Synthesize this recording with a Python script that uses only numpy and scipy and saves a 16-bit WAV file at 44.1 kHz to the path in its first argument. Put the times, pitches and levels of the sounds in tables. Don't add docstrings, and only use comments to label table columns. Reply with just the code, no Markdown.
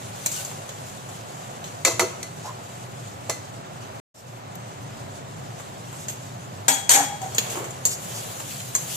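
import sys
import numpy as np
from scipy import signal
from scipy.fft import rfft, irfft, next_fast_len
from scipy.io import wavfile
from scipy.ndimage import uniform_filter1d, map_coordinates

SR = 44100
rng = np.random.default_rng(int(sys.argv[2]) if len(sys.argv) > 2 else 0)


def volts(x):
    e = np.asarray(x, float) / 20
    return 10 ** e


def output_pcm(signal):
    pcm = np.clip(np.atleast_2d(signal).T, -1, 1) * 32767
    wavfile.write(sys.argv[1], SR, np.round(pcm).astype(np.int16))


N = 395119
FFT_SIZE = 2 * next_fast_len((N + SR // 3) // 2, real=True)

# (frequency [Hz], likeness [0-1])
ALIKE = [(60, .97), (150, .85), (340, .66), (800, .8), (1400, .4), (2300, .48), (5000, .2), (8000, .05)]
# (time [s], peak [dB], bowl answer [dB], chatter t60 [s])
RIM = [
    (1.8491, -12, -6, 0.22),
    (1.9947, -16, -1, 0.14),
    (2.229, -30, -9, 0.094),
    (3.2962, -22, -5.5, 0.15),
]


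def unit(x):
    return x / np.sqrt(np.mean(x ** 2) + 1e-20)


def along(points, hz):
    f, value = np.transpose(points)
    return np.interp(np.log(hz + 1), np.log(f + 1), value)


def curve(points):
    s, value = np.transpose(points)
    return np.interp(np.arange(N) / SR, s, value)


def wobble(rate):
    knots = rng.standard_normal(int(N * rate / SR) + 4)
    return map_coordinates(knots, [np.arange(N) * rate / SR], order=1)


def filtered(x, response):
    spectrum = rfft(x, FFT_SIZE) * response(np.fft.rfftfreq(FFT_SIZE, 1 / SR))
    return irfft(spectrum, FFT_SIZE)[..., :N]


def resonances(f, peaks):
    total = 0
    for k, (centre, width, db) in enumerate(peaks):
        total = total + (-1) ** k * volts(db) * 1j * f * width / (centre * centre - f * f + 1j * f * width)
    return total


def ringing(modes):
    hz, db, t60 = np.transpose(modes)[..., None]
    t = np.arange(int(SR * min(t60.max(), 1 / 3))) / SR
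    return np.sum(volts(db - 60 * t / t60) * np.sin(2 * np.pi * hz * t), axis=0)


def pair(spectrum, alike, lag_s, source=None):
    source = rng.standard_normal((2, N)) if source is None else source

    def mid_side(hz):
        turn = np.arccos(np.clip(along(alike, hz), -1, 1)) / 2
        return volts(along(spectrum, hz)) * [np.cos(turn), np.sin(turn)]

    mid, side = filtered(source, mid_side)
    return unit(np.array([np.roll(mid + side, round(lag_s * SR)), mid - side]))


def patchy(depth_db, bins, frames):
    z = signal.stft(rng.standard_normal((2, N)), nperseg=512)[2]
    field = uniform_filter1d(rng.standard_normal(z.shape[1:]), bins, axis=0)
    field = uniform_filter1d(field, frames, axis=1)
    return unit(signal.istft(z * volts(depth_db * unit(field)), nperseg=512)[1][:, :N])


def hiss():
    # (frequency [Hz], density [dB per Hz])
    left_hiss = [(7000, -36), (9500, -9), (12300, 2), (14000, -1), (16000, -28)]
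    thin = unit(filtered(rng.standard_normal(N), lambda hz: volts(along(left_hiss, hz))))
    return volts(-59.0 + wobble(5)) * thin * [[1], [0]]


def kitchen():
    # (frequency [Hz], density [dB per Hz])
    kitchen_hum = [(130, -23.5), (220, -6.5), (256, -24.5), (383, -1.5), (439, -8), (477, -4), (713, -0.5),
                   (1010, -5), (1220, -7.5), (2280, -16.5), (2480, -16.5), (2650, -17), (6000, -26.5),
                   (7800, -54.5), (13200, -120)]
    # (time [s], level over the kitchen [dB])
    held = [
        (6.62, -1),
        (6.74, -2),
        (7.3, 1.5),
        (7.56, 4.5),
        (7.73, 1.5),
        (8.17, 1.5),
        (8.51, -0.1),
    ]
    held_db = curve(np.vstack([[(0, 0)], held]))
    return volts(-40 + held_db + .6 * wobble(6)) * pair(kitchen_hum, ALIKE, lag_s=.00046)


def flame():
    # (frequency [Hz], density [dB per Hz])
    roar = [(15, -83), (25, -40), (65, -19), (75, -26.5), (83, -13), (90, -8.5), (112, 2), (248, -12.5),
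            (270, -10.5), (320, -15.5), (420, -47.5), (700, -120)]
    # (frequency [Hz], left-right likeness [0-1])
    flame_alike = [(40, .8), (65, .98), (125, .99), (250, 0.3)]
    # (time [s], level [dB])
    draught = [
        (0, -0.5),
        (2.47, 1.3),
        (2.62, -1.5),
        (2.86, 0.5),
        (4.6, 0.2),
        (4.97, 2),
        (5.67, 1),
        (7.1, 0.5),
        (8.96, 0.6),
    ]
    return volts(-41.5 + curve(draught) + 0.99 * wobble(15)) * pair(roar, flame_alike, lag_s=0)


def sizzle():
    # (time [s], sizzle level [dB])
    fry = [(0.0, -47.5), (0.15, -47), (0.39, -37.5), (0.64, -48), (3.29, -51), (3.75, -52.5), (4.4, -55),
           (4.94, -52), (5.88, -51.5), (6.01, -48.5), (6.62, -52.5), (7.16, -51.5), (7.524, -39.5),
           (7.674, -47.5), (7.9, -50), (8.03, -42.5), (8.742, -42), (8.96, -38)]
    # (frequency [Hz], density [dB per Hz])
    oil = [(880, -32), (1500, -15.5), (2220, -11), (3000, -5), (3480, -6), (5240, -8), (7230, 0),
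           (8970, -8), (13100, -13), (14900, -14.5), (15500, -30.5)]
    calm_db, brighter_per_db = -50, 0.3553
    dry_from_s, dry_bright_db = 7.25, 2
    level_db = curve(fry)
    dryness = 2 * np.clip(np.arange(N) / SR - dry_from_s, 0, .5)
    bright_db = brighter_per_db * (level_db - calm_db) + dry_bright_db * dryness

    pops = (rng.random((2, N)) < .03) * volts(1.1 * rng.exponential(size=(2, N)))
    pops = pops * rng.choice([-1, 1], size=(2, N))
    bubbles = patchy(2.6, bins=5, frames=7) + .6 * unit(pops)
    fizz = pair(oil, ALIKE, 0, bubbles)
    top = filtered(fizz, lambda hz: hz > 9300)
    flicker_db = 1.4 * wobble(25) + 0.89 * wobble(90)
    return volts(level_db + 4.0 + flicker_db) * (fizz - top + volts(bright_db) * top)


def rubs():
    # (time [s], length [s], pitch [Hz], level [dB])
    sings = [
        (6.71, 0.064, 275, -44),
        (6.715, 0.046, 838, -27),
        (6.908, 0.022, 960, -30.5),
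        (6.99, 0.15, 279.4, -37.5),
        (7.01, 0.11, 812, -28.5),
        (7.13, 0.11, 823, -34.5),
        (7.245, 0.062, 768, -31.5),
        (7.35, 0.046, 4250, -49),
        (0.391, .07, 1515, -45),
        (4.18, 0.061, 5400, -53),
    ]
    # (time [s], length [s], pitch [Hz], level [dB])
    shifts = [
        (1.854, 0.0052, 2200, -16.5),
        (1.88, 0.04, 513, -25.5),
        (2.0, 0.0032, 2200, -14),
        (2.03, 0.052, 370, -25.5),
        (2.462, 0.038, 785, -36.5),
        (2.49, 0.05, 1020, -38),
        (3.3, 0.01, 652, -20.5),
        (4.17, 0.045, 665, -38),
        (6.985, 0.12, 783, -25.5),
        (7.6, 0.16, 382, -34),
    ]
    # (time [s], length [s], pitch [Hz], level [dB])
    breaths = [
        (2.465, 0.064, 6500, -40),
        (4.2, 0.067, 13000, -54.5),
        (4.556, 0.0058, 11500, -34),
        (4.826, 0.027, 13000, -48),
        (5.252, 0.027, 13000, -65),
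        (6.011, 0.09, 7850, -41),
        (6.115, .07, 11000, -42),
        (7.925, 0.053, 7550, -27.5),
        (8.17, 0.087, 7200, -33.5),
    ]
    # rows, pitch over width, left lag [ms]
    kinds = ((sings, 50, -0.19), (shifts, 6.6, .07), (breaths, 2.1, .15))
    t, sound = np.arange(N) / SR, np.zeros((2, N))
    swells = [(*row, sharp, lag_ms) for rows, sharp, lag_ms in kinds for row in rows]
    for s, length, hz, db, sharp, lag_ms in swells:
        width = hz / sharp
        near = slice(int((s - .2) * SR), int((s + 0.16) * SR))
        edges = [hz - width / 2, hz + width / 2]
        band = signal.butter(1, edges, "bandpass", fs=SR, output="sos")
        noise = signal.sosfilt(band, rng.standard_normal((2, SR // 2)))
        a, b = unit(noise[:, -len(t[near]):])
        left = volts(-9 * lag_ms) * np.roll(unit(a), round(lag_ms * SR / 1000))
        right = .88 * unit(a) + .45 * b
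        swell = np.exp(-(2 * (t[near] - s) / length) ** 2)
        sound[:, near] += volts(db) * swell * [left, right]
    return sound


def casing(f):
    bass = f * f / (f * f - 330 ** 2 - 1.3j * f * 330)
    return bass * (1 - .55 * resonances(f, [(5200, 1000, 0)]))


def chatter():
    # (frequency [Hz], left-right likeness [0-1])
    close = [(200, .95), (700, .9), (1500, .75), (3000, .35), (7000, .35), (10000, .15)]
    return volts(2 * wobble(300)) * pair([(20, 0)], close, 0, patchy(2.6, bins=4, frames=4))


def contacts(grain, events, modes, colour, ring_db, dense_db, dense_t60, lag_s, rises, crack_db):
    edges_hz = [0, 1400, 5000, 20000]
    snap_t60 = 0.014
    t = np.arange(SR // 2) / SR
    force = np.zeros((3, N + SR))
    for s, db, bowl_db, clank_db, t60, drag in events:
        dying = volts(-60 * np.maximum(t - drag, 0) / t60)
        snap = volts(db + crack_db - 60 * t / snap_t60)
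        for band, (level_db, rise) in enumerate(zip((bowl_db, clank_db, 0), rises)):
            bounces = volts(db + level_db) * dying * (1 - np.exp(-t / rise))
            force[band, round(s * SR):][:len(t)] += bounces + volts(level_db) * snap
    grain = np.array([np.roll(grain[0], round(lag_s * SR)), grain[1]])

    draws = rng.random(size=(160, 3))
    crowd_hz = 200 + 15000 * draws[:, 0] ** 1.3
    crowd = ringing(np.c_[crowd_hz, 9 * draws[:, 1], dense_t60 * (.5 + draws[:, 2])])
    f = np.fft.rfftfreq(FFT_SIZE, 1 / SR)
    shell = 1 + rfft(volts(dense_db) * crowd / np.linalg.norm(crowd), FFT_SIZE)
    sound = 0
    for band, broad in enumerate(colour):
        low, high = edges_hz[band:band + 2]
        lines = volts(ring_db) * ringing([mode for mode in modes if low < mode[0] < high])
        steel = resonances(f, broad) * shell + rfft(lines, FFT_SIZE)
        steel = steel / np.sqrt(np.pi * broad[0][1] / SR)
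        sound = sound + rfft(force[band, :N] * grain, FFT_SIZE) * steel
    return irfft(sound * casing(f), FFT_SIZE)[:, :N]


def stirring(grain):
    # (time [s], peak [dB], chatter t60 [s], clank [dB])
    edge = [
        (0.2603, -10, 0.071, -12.5),
        (0.3152, -21.5, 0.21, -20),
        (7.4994, -28, 0.088, -20),
        (7.8522, -7.5, 0.11, -35),
        (8.8233, -31, 0.082, -25),
    ]
    # (time [s], peak [dB], chatter t60 [s], clank [dB])
    flat = [
        (0.4486, -27, 0.092, -22),
        (0.6908, -32.5, 0.12, -4),
        (1.6408, -33, 0.13, -1),
        (4.5527, -45, 0.1, -15),
        (6.0832, -24.5, 0.18, -7.5),
        (7.347, -25.5, 0.44, -13),
        (7.3821, -9.5, 0.041, -2.5),
        (7.707, -31.5, 0.06, -15),
        (8.602, -30.5, 0.1, -3),
        (8.7509, -11.5, 0.084, -16),
    ]
    # (time [s], peak [dB], chatter t60 [s])
    lumps = [
        (0.514, -35, 0.067),
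        (1.0882, -39, 0.12),
        (5.5978, -37, 0.12),
        (5.9275, -39, 0.13),
        (7.5542, -29, 0.34),
        (7.6429, -31, 0.12),
        (8.398, -31.5, 0.11),
    ]
    # (frequency [Hz], level [dB], t60 [s])
    damped = [(1124, -21, .04), (2170, -34.5, 0.047), (3320, -5, 0.028), (4250, -12, .04),
              (7100, -12.5, 0.027), (7150, -16.5, 0.05), (7480, -10, 0.04)]
    # (frequency [Hz], width [Hz], level [dB])
    food_colour = [
        [(800, 990, 0.0014)],
        [(2200, 1300, -6), (3950, 1100, 0.8)],
        [(7140, 760, 2.5), (9580, 1600, -28.5), (11170, 3100, -11)],
    ]
    lumps = [(*row, -22) for row in lumps]
    touches = []
    for rows, bowl_db in ((edge, -19), (flat, -14), (lumps, 1.5)):
        touches += [(s, db, bowl_db, clank_db, t60, 0.0023) for s, db, t60, clank_db in rows]
    return volts(-11) * contacts(grain, touches, damped, food_colour, ring_db=-26.0, dense_db=-1,
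                               dense_t60=0.065, lag_s=.0002, rises=(.001, .0005, .0005), crack_db=2.0)


def scraping(grain):
    # (time [s], peak [dB], bowl answer [dB], drag [s])
    scrape = [
        (6.6815, -10, -18.5, 0.0023),
        (6.893, -9.5, -25, 0.057),
        (7.2164, -35.5, -7, 0.026),
    ]
    # (frequency [Hz], level [dB], t60 [s])
    bowl = [(275, -3, 0.23), (646, -19, 0.33), (768, -9.5, 0.29), (794, -4, 0.4), (960, 1, 0.14),
            (1702, -1, 0.17), (1916, -7, 0.17), (2230, -10, 0.26), (3312, -12.5, 0.59), (4250, -19.5, .15),
            (5400, -3.5, 0.12), (6800, -26, 0.23), (7600, -9, 0.07), (8700, -12.5, 0.1)]
    # (frequency [Hz], width [Hz], level [dB])
    bowl_colour = [
        [(814, 71, 0), (1235, 400, -42)],
        [(2070, 1540, -0.52), (3970, 960, 0.47)],
        [(7100, 1260, 1), (9240, 290, -38.5), (11600, 3700, -16)],
    ]
    clank_db, t60 = -7, 0.32
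    drags = [(s, db, bowl_db, clank_db, t60, drag) for s, db, bowl_db, drag in scrape]
    sound = contacts(grain, drags, bowl, bowl_colour, ring_db=-38.5, dense_db=0, dense_t60=0.047,
                     lag_s=-.00034, rises=(.015, .002, .0005), crack_db=8)
    return volts([[-8], [-11]]) * sound


def knocking(grain):
    # (frequency [Hz], level [dB], t60 [s])
    blade = [(370, -7.5, 0.24), (495, -9.5, 0.32), (661, -6.5, 0.29), (943, -8, 0.15), (1580, -15, 0.057),
             (2640, -1, 0.083), (2200, -2.5, 0.045), (3213, -8.5, 0.16), (6589, -9.5, 0.12),
             (7100, -14.5, 0.27), (7784, -33, 0.23), (8300, -29, .22)]
    # (frequency [Hz], width [Hz], level [dB])
    blade_colour = [
        [(460, 390, -4), (1134, 410, 0.5)],
        [(2200, 460, 1), (4140, 1030, 3.5)],
        [(6160, 1400, 4), (7450, 750, 5.5), (9540, 1200, -1.5), (12960, 2700, -6.5)],
    ]
    clank_db, drag_s = -9, 0.0023
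    knocks = [(s, db, bowl_db, clank_db, t60, drag_s) for s, db, bowl_db, t60 in RIM]
    return volts(-9.5) * contacts(grain, knocks, blade, blade_colour, ring_db=-39, dense_db=-5.5,
                                dense_t60=0.027, lag_s=0, rises=(.008, .0003, .0003), crack_db=6)


def peal():
    peal_hz = [2030, 4290, 6240, 7220]
    # (level [dB], t60 [s])
    peal_decay = [(-12, .28), (-15, .29), (-12, .3), (-15, .24)]
    t, sound = np.arange(SR // 3) / SR, np.zeros((2, N))
    onset = 1 - np.exp(-t / 0.0014)
    for s, db, *_ in RIM:
        for hz, (ring_db, t60) in zip(peal_hz, peal_decay):
            phase = rng.uniform(0, 3.1, size=(2, 1))
            line = np.sin(2 * np.pi * hz * t + phase)
            sound[:, round(s * SR):][:, :len(t)] += volts(db + ring_db - 60 * t / t60) * onset * line
    return sound


def room(x):
    # (frequency [Hz], t60 [s])
    walls = [(300, 0.67), (3000, 0.59), (12000, 0.37)]
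    hz, t, z = signal.stft(rng.standard_normal((2, SR // 2)), SR, nperseg=256)
    tail = signal.istft(z * volts(-60 * t / along(walls, hz)[:, None]), SR, nperseg=256)[1]
    late = np.pad(x, ((0, 0), (300, 0)))
    return signal.fftconvolve(late, tail / np.linalg.norm(tail[0]), axes=1)[:, :N]


def scene():
    background = hiss() + kitchen() + flame() + sizzle() + rubs()
    grain = chatter()
    steel = stirring(grain) + scraping(grain) + knocking(grain)
    return background + steel + volts(-9.5) * room(steel) + peal()


def thrift(x):
    # (frequency [Hz], density [dB per Hz])
    faintest = [(9000, -140), (9800, -94), (13300, -95), (14000, -91), (15400, -88), (16400, -60)]
    # (frequency [Hz], level [dB])
    masked = [(2000, -70), (3600, -27), (5500, -21), (9000, -25), (14000, -28), (15300, -24), (16200, -8)]
    hz, _, z = signal.stft(x, SR, nperseg=1024, scaling="psd")
    hz = hz[:512]
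    bands = (2 * abs(z[:, :512]) ** 2).reshape(2, 64, 8, -1).mean(axis=2)
    bands = np.repeat(uniform_filter1d(bands, size=3, axis=2), 8, axis=1)
    loudest = bands[:, hz > 2500].max(axis=1, keepdims=True)
    least = volts(2 * along(faintest, hz))[:, None] + loudest * volts(2 * along(masked, hz))[:, None]
    kept = np.pad(bands > least, ((0, 0), (0, 1), (0, 0)))
    return signal.istft(z * kept, SR, nperseg=1024, scaling="psd")[1][:, :N]


def top_cut(x):
    return signal.sosfilt(signal.butter(12, 16640, fs=SR, output="sos"), x)


def record(dry):
    # (frequency [Hz], level [dB])
    right_port = [(300, 0), (800, 1), (4000, 0), (8500, -1), (10000, -6), (12500, -7), (15000, -3)]
    # (start [s], end [s])
    pause = (4.0, 4.145)
    low_start_db, high_start_db, recover_s = -16.5, -4, 0.088
    spare_db, fade_in_s = 12.5, 0.0072
    ports = filtered(dry, lambda hz: volts([0 * hz, along(right_port, hz)]))
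    t = np.arange(N) / SR
    climb = (t > pause[0]) * np.exp(-np.maximum(t - pause[1], 0) / recover_s)
    low = filtered(ports, lambda hz: 1 / (1 + (hz / 4500) ** 4))
    ports = volts(low_start_db * climb) * low + volts(high_start_db * climb) * (ports - low)
    spare = volts(spare_db * climb)
    ports = thrift(spare * ports) / spare
    ports = ports / (1 + abs(ports / .95) ** 4) ** (1 / 4)
    running = (t < pause[0]) + np.clip((t - pause[1]) / fade_in_s + .5, 0, 1)
    return top_cut(ports * running)


dry = scene()
out = record(dry)
output_pcm(out)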